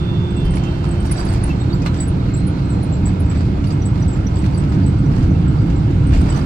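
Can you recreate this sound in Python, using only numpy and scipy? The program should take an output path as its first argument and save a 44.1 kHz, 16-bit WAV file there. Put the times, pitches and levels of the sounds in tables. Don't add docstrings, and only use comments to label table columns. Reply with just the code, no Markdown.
import sys
import numpy as np
from scipy import signal
from scipy.fft import rfft, irfft, next_fast_len
from scipy.io import wavfile
from scipy.ndimage import uniform_filter1d, map_coordinates

SR = 44100
rng = np.random.default_rng(int(sys.argv[2]) if len(sys.argv) > 2 else 0)


def how_loud(loudness_db):
    steps = np.asarray(loudness_db, float) / 20
    return 10 ** steps


def generate_wav(signal):
    frames = np.transpose(np.atleast_2d(signal))
    scaled = np.clip(frames, -1, 1) * 32767
    pcm = np.round(scaled).astype(np.int16)
    wavfile.write(sys.argv[1], SR, pcm)


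N = 284445
TIME = np.arange(N) / SR
STEP_S = 0.09

# [f/Hz, lead/rad]
PORT_LEAD = [(200, 0), (280, .17), (420, .05), (500, .4), (620, 2.2), (1000, 1.8), (1200, 2), (1500, 4.3),
             (3000, 7.7), (4700, 12.05), (6900, 24.2), (7900, 26.2), (9000, 27.8), (9500, 28.4),
             (12200, 31.4), (13200, 32.1), (14900, 34.6), (15700, 36.2)]


def unit(x):
    return x / np.sqrt(np.mean(x ** 2) + 1e-20)


def along(points, hz):
    f, v = np.transpose(points)
    return np.interp(np.log(hz + 1), np.log(f + 1), v)


def wobble(rate, size=N):
    knots = rng.standard_normal(int(size * rate / SR) + 4)
    return map_coordinates(knots, [np.arange(size) * rate / SR])


def filtered(x, response):
    m = next_fast_len(N + 8192)
    return irfft(rfft(x, m) * response(np.fft.rfftfreq(m, 1 / SR)), m)[..., :N]


def rush(spectrum, patchy_db, grain=1):
    # [f/Hz, level/dB]
    apart = [(20, -33), (130, -23), (240, -13), (300, -14), (430, -3), (500, -6), (580, -2.7), (750, -7.5),
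             (950, -8.5), (1400, -2.7), (2000, -2), (8200, -2), (9100, -18), (16000, -20)]
    # [f/Hz, level/dB]
    balance = [(60, 0), (110, -1.0), (200, -4), (380, -2), (700, -6.5), (1290, -6.5), (2380, -3),
               (4400, -8.5), (8120, -5), (15000, -12)]
    z = signal.stft(grain * rng.standard_normal((2, N)), nperseg=512)[2]
    patches = uniform_filter1d(rng.standard_normal(z.shape[1:]), 6, 0)
    patches = unit(uniform_filter1d(patches, 14, 1))
    pair = signal.istft(z * how_loud(patchy_db * patches), nperseg=512)[1][:, :N]

    def common_and_apart(hz):
        angle = np.arctan(how_loud(along(apart, hz)))
        return how_loud(along(spectrum, hz)) * [np.cos(angle), np.sin(angle)]

    def ports(hz):
        left = how_loud(along(balance, hz) / 2) * np.exp(0.5j * along(PORT_LEAD, hz))
        return [left, 1 / left]

    common, differing = filtered(pair, common_and_apart)
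    return unit(filtered(np.array([common + differing, common - differing]), ports))


def placed(x, pan_db):
    def ports(hz):
        left = how_loud(pan_db / 2) * np.exp(0.5j * along(PORT_LEAD, hz))
        return np.array([left, 1 / left])

    return filtered(x, ports)


def echoes(x):
    # [f/Hz, t60/s]
    decay = [(500, 0.022), (4000, 0.14), (9000, 0.1)]
    hz, t, z = signal.stft(rng.standard_normal((2, SR // 3)), SR, nperseg=256)
    fade = how_loud(-60 * t / along(decay, hz)[:, None])
    tail = signal.istft(z * fade, SR, nperseg=256)[1]
    return signal.fftconvolve(x[None], tail / np.linalg.norm(tail[0]), axes=1)[:, :N]


def swells(rows, sudden):
    u = np.array([(TIME - s) / max(length, 0.01) for s, length in rows])
    return np.exp(-np.where(u < 0, sudden * u, u) ** 2)


def joints(lag_s=0, slow=1):
    # [t/s, heave/dB, length/s]
    bumps = [
        (0.474, 8.5, 0.065),
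        (1.327, 6.5, 0.23),
        (5.75, 2.5, 0.52),
        (6.17, 9, 0.1),
    ]
    s, db, length = np.transpose(bumps)
    return db @ swells(zip(s + lag_s, slow * length), 1)


def cabin_air():
    # [f/Hz, level/dB per Hz]
    roar = [(240, -16), (400, -5), (992, -11), (1070, -17), (1330, -12), (1600, -18), (1860, -23),
            (2070, -21.5), (2750, -23), (3150, -25.5), (4700, -29.5), (6390, -38), (9100, -39),
            (10400, -46.5), (11500, -54.5), (13000, -55), (15000, -50.5), (16200, -54.5)]
    return how_loud(-33 + 0.22 * joints(lag_s=0.22, slow=1.3)) * rush(roar, patchy_db=1.1)


def whine(pitches, levels, stray_hz, pan_db, flutter_db):
    out = np.zeros(N)
    for (hz, sag_hz, settle_s), (first_db, step_s, then_db, end_s, last_db) in zip(pitches, levels):
        size = min(N, round(end_s * SR))
        t = np.arange(size) / SR
        pitch = hz - sag_hz * (1 - np.exp(-t / settle_s)) + stray_hz * wobble(13, size=size)
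        db = np.interp(t, [step_s - STEP_S, step_s, end_s], [first_db, then_db, last_db])
        db += 0.7 * wobble(9.7, size=size) + flutter_db * wobble(40, size=size)
        fade = np.clip((end_s - t) / 0.063, 0, 1)
        tone = np.sin(2 * np.pi * np.cumsum(pitch) / SR)
        out[:size] += fade * np.sqrt(2) * how_loud(db) * tone
    return placed(out, pan_db) + how_loud(-18) * echoes(out)


def engines():
    # [f/Hz, total sag/Hz, settling/s]
    spool_hz = [(3551, 62, .45), (3551, 62, .45), (3870, 120, 7), (3870, 120, 7), (3136, 60, 1),
                (2727, 170, 7), (2727, 170, 7)]
    pump_hz = [(2153, -6, 2), (2526, 2, 1), (4306, -13, 2.2)]
    hum_hz = [(348.5, 5, 2), (398, 0, 1), (400, 0, 1)]
    fan_hz = [(4408, 800, 7), (4408, 800, 7)]
    # [first level/dB, step t/s, level after it/dB, end t/s, last level/dB]
    spool_db = [(-43, .27, -47, .53, -48), (-80, .55, -57, .85, -60), (-63, 2.15, -58, 2.34, -58),
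                (-80, 2.55, -60, 2.7, -60), (-60, .47, -49, 1.2, -56), (-57, .36, -48.5, 1.01, -55),
                (-80, 1.1, -59, 1.8, -60)]
    pump_db = [(-60, 2.4, -57, 6.6, -57.5), (-66, 2.55, -58.5, 5, -63), (-76, 2.2, -69, 5.8, -64)]
    hum_db = [(-31.5, 1.02, -34, 2.05, -34.5), (-44, .28, -39, .64, -39), (-52, 2.9, -42, 4, -43)]
    fan_db = [(-63, .75, -57.5, 1.9, -57), (-70, 2.28, -55, 3.02, -57)]
    out = whine(spool_hz, spool_db, stray_hz=2.5, pan_db=-9.0, flutter_db=2.8)
    out += whine(pump_hz, pump_db, stray_hz=1.63, pan_db=-5.5, flutter_db=0.0)
    out += whine(hum_hz, hum_db, stray_hz=1, pan_db=-2, flutter_db=1)
    return out + whine(fan_hz, fan_db, stray_hz=1.5, pan_db=-9, flutter_db=0.8)


def sparks():
    # [t/s, peak level/dB]
    clicks = [(0.4539, -49), (0.5247, -62), (1.0261, -51), (1.058, -45.5), (1.1139, -51), (1.1907, -53),
              (1.288, -46), (1.3306, -51), (1.4471, -57), (1.495, -51), (1.7404, -43), (1.862, -55),
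              (2.007, -52), (2.4668, -56), (2.8345, -54), (4.274, -55), (5.2779, -48), (6.2127, -47)]
    colour = [(7000, -36), (9000, -3), (10300, -8), (12500, 1.0), (15000, 4.0), (16000, -26.0)]  # Hz, dB
    out, t = np.zeros(N + SR), np.arange(SR // 50) / SR
    for s, db in clicks:
        burst = how_loud(db + 8.5 - 60 * t / 0.0088) * rng.standard_normal(len(t))
        out[round(s * SR):][:len(t)] += burst
    return filtered(out[:N], lambda hz: how_loud(along(colour, hz)))


def ticks():
    # [t/s, peak level/dB, brightness/dB, t60/s]
    knocks = [(0.5365, -35.5, -11, 0.047), (0.6348, -35.5, -7.5, 0.033), (1.0657, -42, -2, 0.04),
              (1.113, -33, -17, 0.054), (1.128, -40.5, -14, 0.023), (1.261, -37, -17, .025),
              (1.284, -39.5, -17, 0.024), (1.304, -35, -15, 0.023), (1.4903, -32.5, -17, .025),
              (1.435, -35, -19, 0.023), (1.3348, -37, -7, 0.048), (1.509, -35, -20.5, 0.052),
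              (1.818, -36.5, -10, 0.04), (1.8606, -21.5, -14.5, 0.03), (1.871, -31, -23, .03),
              (2.028, -37, -19, .03), (2.259, -36.5, -22, 0.035), (2.287, -36, -19, 0.027),
              (1.943, -31, -8, 0.015), (3.312, -33.5, -22, 0.045), (3.64, -31.5, -13, 0.032),
              (3.704, -34.5, -10, 0.04), (4.4407, -28.5, -23, 0.022), (4.7202, -33, -15, 0.035),
              (5.163, -37.5, -10.5, 0.032), (5.226, -38.5, -7.5, 0.037), (5.699, -34.5, -11.5, 0.029),
              (5.9024, -37.5, -16, 0.059), (6.128, -27.5, -26, 0.019), (6.152, -34, -11, 0.033),
              (6.253, -35, -16.5, 0.036), (6.297, -39.5, -15.5, 0.035), (6.109, -35, -23, .025),
              (6.209, -34, -14, .025), (6.266, -37.5, -19, .025), (6.347, -37, -18, .03),
              (5.116, -37, -20, 0.033)]
    body = [(500, -26), (850, -1.5), (1200, 6.5), (1700, -0.5), (2700, -2), (4200, -7.5), (6500, -30)]
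    edge = [(3500, -21.0), (5000, 9.5), (8500, -2.5), (10300, -27.0), (13000, -19.5), (15800, -28.5)]
    dull, bright, t = np.zeros(N + SR), np.zeros(N + SR), np.arange(SR // 8) / SR
    for s, db, bright_db, t60 in knocks:
        start = round(s * SR)
        shape = how_loud(-60 * t / max(t60, 0.005)) * (1 - np.exp(-t / 0.0011))
        impact = 3 * (t == t[20])
        dull[start:][:len(t)] += how_loud(db + 9.0) * (shape * rng.standard_normal(len(t)) + impact)
        bright[start:][:len(t)] += how_loud(db + bright_db + 8.0) * shape * rng.standard_normal(len(t))
    dull = filtered(dull[:N], lambda hz: how_loud(along(body, hz)))
    return dull + filtered(bright[:N], lambda hz: how_loud(along(edge, hz)))


def squeaks(rows, length, pan_db, stray, octave_db=-19.5):
    out, size = np.zeros(N + SR), SR // 8
    t = np.arange(size) / SR
    envelope = (1 - np.exp(-t / 0.002)) * np.exp(-(t / max(length, 0.004)) ** 1.9)
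    for s, db, hz in rows:
        phase = 2 * np.pi * np.cumsum(hz * (1 + stray * wobble(220, size=size))) / SR
        grip = how_loud(3.8 * wobble(240, size=size)) * envelope
        whistle = np.sin(phase) + how_loud(octave_db) * np.sin(2 * phase)
        out[round(s * SR):][:size] += how_loud(db - 3.0) * grip * whistle
    return how_loud(np.array([[pan_db / 2], [-pan_db / 2]])) * out[:N]


def housed(pair, wet_db, spread):
    a, b = how_loud(wet_db) * echoes(pair.mean(0))
    return placed(pair + [a + spread * b, a - spread * b], pan_db=-2)


def near_squeaks():
    # [t/s, peak level/dB, f/Hz]; first the seat frame, in firm slips and faint ones
    frame = [(.303, -45, 7930), (.362, -32, 7940), (.8852, -38, 8220), (.909, -32, 8040),
             (1.165, -40, 7820), (1.19, -39, 8400), (1.202, -32, 7920), (1.286, -26, 8200),
             (1.745, -40.5, 7620), (2.337, -30.5, 7740), (3.298, -28.5, 7760), (3.372, -41, 7740),
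             (3.721, -39.5, 7960), (3.854, -29.5, 7880), (3.997, -45, 8030), (4.129, -34, 7600),
             (4.356, -33.5, 7630), (4.3834, -33, 7980), (4.575, -27, 8100), (4.6912, -41.5, 7980),
             (4.985, -41, 8020), (5.479, -42.5, 7830), (6.296, -31, 7890),
             (.396, -47, 8240), (1.972, -39.5, 7730), (2.65, -49, 7800), (2.722, -36, 7600),
                   (3.258, -46.5, 7800), (5.615, -52, 7740)]
    frame_long = [(1.598, -43, 7690), (2.001, -25.5, 7840), (2.365, -32, 8050), (2.693, -34.5, 7980),
                  (2.923, -37, 7600), (3.053, -29.5, 7820), (4.078, -39, 7860), (4.858, -36.5, 7940)]
    panel_joint = [(.504, -32, 8500), (.998, -38, 8330), (1.055, -36, 8660), (1.1872, -31, 9400),
                   (1.249, -32, 9270), (1.2864, -42, 9700), (1.326, -33, 8800), (5.761, -42.5, 7640),
                   (6.068, -35, 8470), (6.208, -31.5, 8520)]
    latch = [(.449, -35, 8940), (.553, -31, 9140), (1.109, -19.5, 9090), (1.432, -23.5, 8980),
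             (1.457, -33, 8920), (2.076, -30, 9020), (2.468, -29, 9220), (2.828, -29, 8980),
             (3.197, -31.5, 9300), (3.67, -36, 9320), (4.542, -41, 9560)]
    near = squeaks(frame, 0.013, pan_db=3.0, stray=0.012)
    near += squeaks(panel_joint, 0.016, pan_db=4.5, stray=0.0084)
    near += squeaks(frame_long, 0.028, pan_db=1.5, stray=0.011)
    near += squeaks(latch, 0.015, pan_db=-2.0, stray=0.016)
    return housed(near, wet_db=-3.0, spread=0.37)


def far_squeaks():
    # [t/s, peak level/dB, f/Hz]
    lid = [(.458, -44, 4790), (.577, -46, 4750), (1.068, -42, 4650), (1.113, -37, 4830), (1.178, -34, 4700),
           (1.197, -33, 4750), (1.283, -30, 4750), (1.727, -30.5, 4600), (1.983, -37, 4720),
           (1.997, -40, 4700), (2.58, -49, 4910), (3.0874, -48, 4740), (3.669, -38, 4630),
           (3.703, -36, 4860), (4.545, -34.5, 4700), (4.83, -38.5, 4630), (5.1203, -41, 5040),
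           (5.583, -42, 4750), (5.594, -40.5, 4720), (5.698, -42, 4800), (6.1858, -35, 4900),
           (6.245, -40, 4650), (6.317, -42, 4800), (6.331, -38, 4900), (6.369, -44, 4650),
           (6.41, -36.5, 4920)]
    other = [(1.178, -35, 5780), (3.818, -37, 5880), (4.021, -36, 5880), (4.266, -30.5, 5890),
             (5.055, -49, 5900), (5.303, -47, 6030), (6.359, -33.5, 6040)]
    thick_panel = [(1.164, -32.5, 3900), (1.1, -33.5, 2080), (1.6, -31.5, 3800), (1.822, -37, 2510),
                   (2.3, -38, 2150), (1.7, -33, 3750), (1.5, -30, 2680), (1.862, -33, 4020),
                   (1.435, -37, 2000), (5.345, -42, 2700), (6.315, -32, 3000), (6.13, -33, 2800)]
    far = squeaks(lid, 0.013, pan_db=-7, stray=0.018, octave_db=-30)
    far += squeaks(other, 0.013, pan_db=-0.5, stray=0.004, octave_db=-27)
    far += squeaks(thick_panel, 0.02, pan_db=-1, stray=0.015)
    return housed(far, wet_db=-8, spread=1.0)


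def chatter():
    # [f/Hz, level/dB per Hz]
    buzz = [(300, -48), (600, 12.5), (1400, 3.5), (2700, -3.5), (3200, -6.5), (4800, -5), (6500, -13.5),
            (9200, -11.5), (10400, -41), (13000, -33.5), (15300, -27), (16500, -120)]
    # [t/s, level/dB, length/s]
    jolts = [(0.578, -35.5, 0.028), (0.89, -42.5, 0.22), (1.058, -37.5, 0.025), (1.117, -36.5, 0.046),
             (1.206, -32.5, 0.059), (1.324, -38, 0.09), (1.48, -47, 0.089), (1.858, -32, 0.015),
             (1.977, -37, 0.084), (2.269, -52, 0.074), (2.373, -46, 0.065), (2.58, -44.5, 0.055),
             (2.732, -48, .02), (2.937, -58, 0.016), (3.079, -37.5, 0.044), (3.353, -37.5, 0.11),
             (3.677, -45, 0.046), (3.977, -42.5, 0.1), (4.15, -42, 0.045), (4.413, -40.5, 0.16),
             (4.7, -47, 0.2), (5.147, -40, 0.067), (5.229, -43, .03), (5.67, -47.5, 0.043),
             (6.132, -35.5, .02), (6.166, -41.5, 0.053), (6.298, -37, 0.11), (6.362, -40.5, 0.13)]
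    s, db, length = np.transpose(jolts)
    shake = how_loud(-54.5 + 1.95 * joints())
    shake += how_loud(db) @ swells(zip(s, length), sudden=1.97)
    contacts = how_loud(3.0 * wobble(300) + 2.2 * wobble(45))
    return shake * rush(buzz, patchy_db=2.5, grain=contacts)


def airframe():
    # [t/s, level/dB]
    roll = [(0, -17.5), (1, -17.5), (1.7, -17), (2.3, -17), (3.3, -15.5), (4.2, -16), (4.8, -14),
            (5.4, -13), (5.85, -14.5), (6.15, -13), (6.45, -14.5)]
    # [f/Hz, level/dB per Hz]
    bending = [(8.8, -44), (15, -17), (70, -0.5), (91, -16.5), (150, -120)]
    shell = [(32, -20), (55, -6.5), (81, 1), (140, -0.5), (188, -3.5), (221, -11), (235, -19), (310, -30.5),
             (520, -120)]
    walls = [(130, -38), (220, -14.5), (231, -10.5), (258, 0), (280, 1), (316, -2.5), (393, -11.5),
             (415, -25), (460, -15), (600, -47), (1010, -120)]
    drum_db = np.interp(TIME, *np.transpose(roll))
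    mean_db = drum_db.mean()
    more_db = drum_db - mean_db
    reverse = np.clip((TIME - 1.6) / STEP_S, 0, 1)
    heave_db = mean_db - 8.5 + 0.95 * more_db + joints()
    panel_db = mean_db - 12.5 + 0.93 * more_db + 2.5 * reverse
    uneven = wobble(9)
    heave = how_loud(heave_db + 0.19 * uneven) * rush(bending, patchy_db=0.5)
    drum = how_loud(drum_db + 0.38 * uneven) * rush(shell, patchy_db=0.0)
    panel = how_loud(panel_db + 0.45 * uneven) * rush(walls, patchy_db=0.8)
    return heave + drum + panel


def scene():
    knocks = ticks()
    trim = placed(sparks(), pan_db=3.0) + placed(knocks, pan_db=-8.0) + how_loud(2.5) * echoes(knocks)
    trim += near_squeaks() + far_squeaks() + chatter()
    return cabin_air() + engines() + trim + airframe()


def gated(x, floor_db, under_db, from_hz):
    # [f/Hz, level/dB]
    raised_floor = [(8700, 0), (8950, 14), (9600, 11), (10000, 13), (10500, 9), (11300, 4), (12200, 0),
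                    (13600, 1), (14600, 7), (15300, 10), (15700, 6)]
    both = np.array([x[0] + x[1], x[0] - x[1]]) / 2
    hz, _, z = signal.stft(both, SR, nperseg=2048)
    start = np.arange(0, len(hz), 10)
    power = np.add.reduceat(np.abs(z) ** 2, start, axis=1) / 10
    treble = (hz[start] > from_hz)[:, None]
    loudest = (power * treble).max(axis=(0, 1))
    whim = how_loud(3.5 * rng.standard_normal(power.shape))
    floor = how_loud(2 * (floor_db + along(raised_floor, hz[start])[:, None]))
    drop = treble & (power < whim * np.maximum(floor, how_loud(2 * under_db) * loudest))
    kept = ~np.repeat(drop, 10, axis=1)[:, :len(hz)]
    mid, side = signal.istft(z * kept, SR, nperseg=2048)[1][:, :N]
    return np.array([mid + side, mid - side])


def top_cut(x):
    return signal.sosfilt(signal.butter(12, 15850, fs=SR, output="sos"), x)


def record(dry):
    soft = dry / (1 + np.abs(dry / 0.76) ** 4) ** (1 / 4)
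    soft = filtered(soft, lambda hz: hz < 15830)
    mix = gated(soft, floor_db=-98.5, under_db=-38, from_hz=6500)
    return top_cut(mix)


dry = scene()
out = record(dry)
generate_wav(out)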